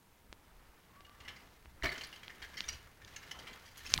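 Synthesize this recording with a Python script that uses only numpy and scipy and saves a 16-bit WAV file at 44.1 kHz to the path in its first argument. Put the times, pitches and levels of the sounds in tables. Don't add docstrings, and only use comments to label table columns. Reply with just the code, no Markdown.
import sys
import numpy as np
from scipy import signal
from scipy.fft import rfft, irfft
from scipy.io import wavfile
from scipy.ndimage import uniform_filter1d

SR = 44100
rng = np.random.default_rng(int(sys.argv[2]) if len(sys.argv) > 2 else 0)


def transcribe(u):
    v = np.clip(np.atleast_2d(u).T, -1, 1)
    q = np.round(v * 32767).astype(np.int16)
    wavfile.write(sys.argv[1], SR, q)


def how_loud(loudness_db):
    steps = np.asarray(loudness_db, float) / 20
    return 10 ** steps


N = 176400
T = np.arange(N) / SR

# start_s, peak_db, loudest_ring_hz, tilt_db_per_octave
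LANDING_SLAPS = [(1.0467, -49, 2840, 1), (1.2023, -44, 2100, 3), (1.248, -49, 2920, -5),
                 (1.3616, -44.5, 2200, 2), (1.8333, -26.5, 2800, -7), (1.842, -28, 2000, -4),
                 (1.8561, -25.5, 2290, -4), (1.8654, -34, 2140, -7), (1.918, -32.5, 2080, -19),
                 (1.9548, -40, 2440, -6), (1.978, -36.5, 1860, 3), (2.0105, -36.5, 3020, 1),
                 (2.0367, -38, 4470, 4), (2.0686, -43.5, 2060, -22), (2.1274, -40.5, 2840, -5),
                 (2.158, -46, 3100, 10)]
# start_s, peak_db,
# loudest_ring_hz, tilt_db_per_octave, length_s
SLOPE_SLAPS = [(1.279, -36, 2880, -2, 0.014), (2.2303, -41.5, 2170, -2.5, 0.01),
               (2.297, -39.5, 1840, -2, 0.0081), (2.419, -37, 1870, -2.5, 0.015),
               (2.441, -41.5, 1920, -7.5, 0.01), (2.535, -42.5, 1680, -5, 0.011),
               (2.5695, -34, 1940, 6, 0.031), (2.634, -41.5, 1680, 0.5, 0.012),
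               (2.6821, -33.5, 5700, 3.5, 0.01), (2.6882, -30.5, 2850, 6.5, 0.0079),
               (2.723, -39.5, 2620, 6, 0.014), (3.017, -47, 1790, -26, 0.0083),
               (3.0747, -44, 1900, 2, 0.008), (3.162, -36, 6360, 6, 0.0077), (3.227, -45, 2310, 2, 0.014),
               (3.312, -33.5, 2980, 6.5, 0.0057), (3.3883, -41.5, 3010, 8, 0.011),
               (3.47, -38.5, 3030, -1, 0.017), (3.53, -44, 3190, 2, 0.0057), (3.652, -46.5, 3130, 8, 0.042),
               (3.772, -42.5, 3300, 13.5, 0.02), (3.864, -35.5, 3330, 10, 0.0094),
               (3.8915, -41.5, 4850, 8, 0.047)]
# start_s, peak_db, pitch_hz, length_s
PINGS = [(1.26, -51, 2020, .01), (1.281, -41.5, 2110, 0.0087), (1.283, -52.5, 5430, 0.013),
         (1.834, -50, 5640, .011), (1.838, -39, 2890, .012), (1.842, -39, 4310, 0.0087),
         (1.855, -34, 2232, .03), (1.87, -41, 4090, 0.0086), (1.881, -37.5, 4050, 0.0073),
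         (1.892, -35, 2060, .012), (1.893, -43.5, 4520, 0.01), (1.9, -41, 4450, 0.0079),
         (1.923, -47.5, 4480, 0.015), (1.955, -45, 3060, 0.0087), (1.988, -55, 6400, 0.0089),
         (2.011, -35.5, 3070, 0.0068), (2.011, -55, 6240, 0.0075), (2.012, -49, 4180, 0.014),
         (2.032, -49, 2150, 0.014), (2.038, -39, 4440, 0.0052), (2.07, -56.5, 10050, 0.011),
         (2.144, -62, 9900, 0.0078), (2.425, -52, 4390, 0.016), (2.441, -45, 1640, 0.013),
         (2.571, -48, 5380, .017), (2.574, -37.5, 2070, 0.0075), (2.575, -44, 3140, .011),
         (2.643, -44, 3620, 0.0082), (2.662, -54, 6500, 0.011), (2.686, -50, 10080, 0.0085),
         (2.688, -48, 8440, .007), (2.689, -31.5, 5770, 0.0087), (2.694, -39, 4780, 0.0097),
         (2.705, -54, 4780, .015), (2.73, -48, 5860, 0.015), (3.163, -45.5, 2800, 0.0067),
         (3.166, -47, 1680, 0.011), (3.234, -47, 2200, 0.0064), (3.316, -39, 3010, 0.011),
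         (3.471, -47, 2240, 0.0087), (3.776, -54, 6370, .008), (3.857, -49, 6420, 0.012),
         (3.864, -41.5, 2580, .007), (3.865, -41.5, 5340, 0.0077), (3.894, -47, 6460, 0.014),
         (3.953, -40, 2370, 0.018), (3.962, -54, 12320, 0.014), (3.99, -50, 12320, 0.011)]
# pitch_hz, level_db
FRAME_RINGS = [(1800, 0.5), (2050, 3.5), (2270, 0.5), (2870, 3), (3150, -0.5), (3600, -18), (4100, -2.5),
               (4450, -4.5), (4740, -2), (5300, -4), (5780, -4.5), (6470, -7), (10100, -20), (12350, -25)]
# time_s, shaking_db, tyre_load_db
RIDE = [(0, -73.5, -94), (.45, -74.5, -68), (1.1, -70, -70.5), (1.3, -64.5, -58.5), (1.6, -69, -71.5),
        (1.81, -73, -67), (1.85, -52, -49), (2.1, -60, -62), (2.5, -62, -62), (2.72, -57, -63.5),
        (2.95, -70, -69), (3.15, -60, -62), (3.5, -60, -56.5), (3.72, -62, -67.5), (3.9, -50.5, -66)]
# frequency_hz, level_db_per_hz
GRIT_COLOUR = [(600, -7), (1900, -0.5), (4500, -4), (6700, -7.5), (7500, -13.5), (15000, -14.5)]
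# start_s, level_db, pitch_hz
THUMPS = [
    (1.2, -50, 70),
    (1.649, -45.5, 72.5),
    (1.824, -31, 54),
    (1.846, -35, 60),
    (2.6, -53.5, 205),
    (2.689, -46.5, 68.6),
    (3.937, -35, 43.7),
]
# pitch_hz, level_db, t60_s
WHEEL_RINGS = [(145, -44, 0.064), (295, -41.5, 0.038), (375.5, -37.5, 0.12), (683, -34.5, 0.033),
               (1150, -34.5, 0.013)]
# frequency_hz, level_db_per_hz
TYRE_COLOUR = [(120, -4.5), (300, -0.5), (700, -3.5), (1300, -0.5), (2500, -9), (5000, -17.5), (9000, -30)]
# start_s, peak_db, pitch_hz, cycles
SNAPS = [(0.3279, -28.5, 1820, 0.32), (1.0074, -39.5, 2520, 0.67), (1.658, -39, 1590, 0.59),
         (1.8251, -31.5, 1930, 5.2), (1.8252, -42, 4050, 6), (1.0958, -41, 1950, 0.48),
         (2.281, -29, 2980, 1.45), (2.6065, -17.5, 3600, 1.55), (3.048, -48.5, 4700, 7),
         (3.0488, -46, 3500, 7.8), (3.049, -48, 6300, 9.8), (3.9212, -29, 4000, 0.7),
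         (3.9373, -27, 5500, 3.6), (3.9394, -2, 4630, 1.51), (3.9777, -20, 3600, 2.8),
         (3.9784, -29.5, 2000, 4.6), (3.9777, -32, 8700, 5.5), (3.978, -43, 12400, 6),
         (3.9887, -31.5, 1020, 2.3), (3.9898, -36, 8000, 1.2)]
# frequency_hz, t60_s
WOOD_DECAY = [(300, 0.33), (2000, 0.4), (8000, 0.14)]
# time_s, level_db
WIND_GUSTS = [(0, -69), (.12, -71.5), (.3, -60), (.45, -66), (1.1, -65), (1.3, -60), (1.55, -65),
              (1.9, -60), (2.15, -65.5), (2.5, -60), (3.0, -63.5), (3.5, -62.5), (3.8, -62.5), (4.0, -38.5)]
# frequency_hz, level_db_per_hz
WIND_COLOUR = [(15, -6), (35, -4.5), (70, -2), (120, -11.5), (200, -17), (500, -28), (2000, -92)]
# frequency_hz, level_db_per_hz
AIR_COLOUR = [(59, -13), (100, 3), (605, -5), (797, -3.5), (849, -3.5), (4430, -18), (15800, -16)]
# time_s, pitch_hz, level_db
BIRD_CALL = [
    (.86, 1020, -110),
    (.92, 1075, -62),
    (1.0, 1150, -62),
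    (1.13, 1170, -63),
    (1.26, 1150, -60),
    (1.34, 1130, -110),
]


def evened(x):
    return x / np.sqrt(np.mean(x ** 2) + 1e-20)


def read(points, hz):
    f, value = np.transpose(points)
    return np.interp(np.log(hz + 1), np.log(f + 1), value)


def curve(rows, index=1):
    return np.interp(T, [r[0] for r in rows], [r[index] for r in rows])


def drift(*sizes):
    x = rng.standard_normal(N)
    for size in sizes:
        x = uniform_filter1d(x, size=size)
    return evened(x)


def add(mix, start_s, sound):
    part = mix[round(start_s * SR):][:len(sound)]
    part += sound[:len(part)]


def noise(colour, patchy_db, size=512):
    frames, hz = N * 4 // size + 5, np.fft.rfftfreq(size, 1 / SR)
    a, b, patches = rng.standard_normal((frames, len(hz), 3)).T
    patches = uniform_filter1d(patches, size=6, axis=0)
    patches = evened(uniform_filter1d(patches, size=12, axis=1))
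    spectra = (a + 1j * b) * how_loud(read(colour, hz)[:, None] + patchy_db * patches)
    return evened(signal.istft(spectra, nperseg=size, noverlap=size * 3 // 4)[1][:N])


def ring(own_hz, tilt_db, draw):
    t = np.arange(2000) / SR
    hz, db = np.transpose(FRAME_RINGS)
    db = np.append(db + 4.5 * draw[20:20 + len(db)], 5)[:, None]
    hz = np.append(hz, own_hz)[:, None]
    hz = hz * (1 + 0.018 * draw[:len(hz), None])
    db = db + tilt_db * np.log2(hz / own_hz)
    t60_s = 0.026 * (hz / 2000) ** -0.56
    modes = (how_loud(db - 60 * t / t60_s) * np.sin(2 * np.pi * hz * t)).sum(0)
    modes = modes * np.minimum(t / 0.00019, 1)
    crack = signal.lfilter([1, 1, -1, -1], [1, -1.4, .65], draw[40:2040] * how_loud(-60 * t / 0.0054))
    fizz = np.diff(draw[38:2040], 2) * how_loud(-60 * t / 0.025)
    crack = crack + 0.4 * fizz
    return modes / np.linalg.norm(modes) + how_loud(-9.5) * crack / np.linalg.norm(crack)


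def slaps():
    out, t = np.zeros(N), np.arange(3000) / SR
    links_per_s, landing_slap_s, rise = 1800, 0.0079, 0.46
    rows = [(*row, landing_slap_s) for row in LANDING_SLAPS] + [*SLOPE_SLAPS]
    for start_s, db, hz, tilt_db, length_s in rows:
        draw = rng.standard_normal((3, 2040))
        hits = rng.random((3, 3000)) < links_per_s / SR / 3
        size = rng.standard_normal((3, 3000))
        x = t / length_s
        links = hits * size * np.minimum(0.23 + x / rise, 1) * np.exp(-x ** 0.94)
        links[:, 0] = 0.27
        sound = sum(signal.fftconvolve(hail, ring(hz, tilt_db, spot)) for hail, spot in zip(links, draw))
        add(out, start_s, how_loud(db) * sound / abs(sound).max())
    return out


def pings():
    out, t = np.zeros(N), np.arange(2000) / SR
    for start_s, db, hz, length_s in PINGS:
        shape = (1 - np.exp(-t / 0.001)) * np.exp(-(t / length_s) ** 2 * 1.83)
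        rough = 1 + 0.4 * evened(uniform_filter1d(rng.standard_normal(2000), size=60))
        add(out, start_s - .002, how_loud(db) * shape * rough * np.sin(2 * np.pi * hz * t))
    return out


def jostle():
    ticks_per_s, spread_db = 400, 4
    size = how_loud(spread_db * np.minimum(rng.exponential(1, N), 4))
    hits = size * (rng.random(N) < ticks_per_s / SR)
    kind, ticks = rng.integers(0, 16, N), np.zeros(N)
    for k, hz in enumerate(np.geomspace(1500, 4500, 16)):
        strike = ring(hz, -4, rng.standard_normal(2040))
        ticks += signal.oaconvolve(hits * (kind == k), strike)[:N]
    gusts = how_loud(3 * drift(300))
    spray = noise(GRIT_COLOUR, patchy_db=-1.0, size=128) * gusts
    return (how_loud(-6.5) * evened(ticks) + how_loud(-4) * spray) * how_loud(curve(RIDE))


def landing():
    out, t = np.zeros(N), np.arange(SR // 2) / SR
    for start_s, db, hz in THUMPS:
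        thump = np.sin(2 * np.pi * hz * t * (1 - 0.25 * t)) * np.minimum(t / 0.011, 1)
        add(out, start_s, how_loud(db - 60 * t / 0.14) * thump)
    wheel_s, rise_s, fade_s = 1.832, .035, .15
    push = rng.standard_normal(len(t)) * (t / rise_s) * np.exp(1 - t / rise_s) * how_loud(-60 * t / fade_s)
    for hz, db, t60_s in WHEEL_RINGS:
        mode = how_loud(-60 * t / min(t60_s, .11)) * np.sin(2 * np.pi * hz * t)
        tone = signal.fftconvolve(push, mode)[:len(t)]
        add(out, wheel_s, how_loud(db) * tone / abs(tone).max())
    scrape = signal.lfilter(*signal.butter(2, [750, 1400], "band", fs=SR), push)
    add(out, wheel_s, how_loud(-38) * scrape)
    return out


def tyres():
    return noise(TYRE_COLOUR, patchy_db=2.5, size=256) * how_loud(curve(RIDE, index=2))


def snaps():
    lead = 88
    out, t = np.zeros(N), np.arange(-lead, 1500) / SR
    for start_s, db, hz, cycles in SNAPS:
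        span = cycles / hz / 2
        shape = np.where(t < 0, np.exp(-(t / (.5 * span)) ** 2), np.exp(-(abs(t) / span) ** 2.1))
        click = shape * np.cos(2 * np.pi * hz * t - .4) * np.sign(cycles - 1)
        grit = signal.lfilter([.25], [1, -1.2, .55], rng.standard_normal(len(t)))
        grit = grit * (t > 0) * np.exp(-t / .008)
        add(out, start_s - lead / SR, how_loud(db) * (click + how_loud(-29) * grit))
    return out


def wood(x):
    taps = np.zeros(SR)
    at = np.arange(300, SR - 40, 30)
    at = at + rng.integers(0, 30, len(at))
    taps[at] = rng.choice([-1., 1.], len(at))
    hz, t, z = signal.stft(taps, SR, nperseg=256)
    fade = how_loud(-60 * t / read(WOOD_DECAY, hz)[:, None])
    tail = signal.istft(z * fade, SR, nperseg=256)[1]
    return signal.fftconvolve(x, tail / np.linalg.norm(tail))[:N]


def bird():
    whistle = np.sin(2 * np.pi * np.cumsum(curve(BIRD_CALL)) / SR)
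    whistle = whistle * how_loud(curve(BIRD_CALL, index=2) + 2.0 * drift(1500))
    fuzz = .35
    return whistle * (1 - fuzz + fuzz * drift(400, 400))


def wind():
    return noise(WIND_COLOUR, patchy_db=3.0, size=2048) * how_loud(curve(WIND_GUSTS))


def air():
    return noise(AIR_COLOUR, patchy_db=.3, size=1024) * how_loud(-68)


def hum():
    hz, width_hz = 930, 16
    tone = signal.lfilter(*signal.iirpeak(hz, hz / width_hz, SR), rng.standard_normal(N))
    return how_loud(-82.5) * evened(tone)


def scene():
    bike = slaps() + jostle() + landing() + pings()
    near = bike + tyres() + snaps()
    background = how_loud(-11) * wood(bike) + bird() + wind() + air() + hum()
    return (near + background)[None]


def top_cut(x):
    return signal.sosfilt(signal.butter(12, 16810, fs=SR, output="sos"), x)


def record(dry):
    edge_hz = 15860
    in_band = np.fft.rfftfreq(N, 1 / SR) < edge_hz
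    mix = irfft(rfft(dry) * in_band, N)
    return top_cut(mix)


dry = scene()
out = record(dry)
transcribe(out)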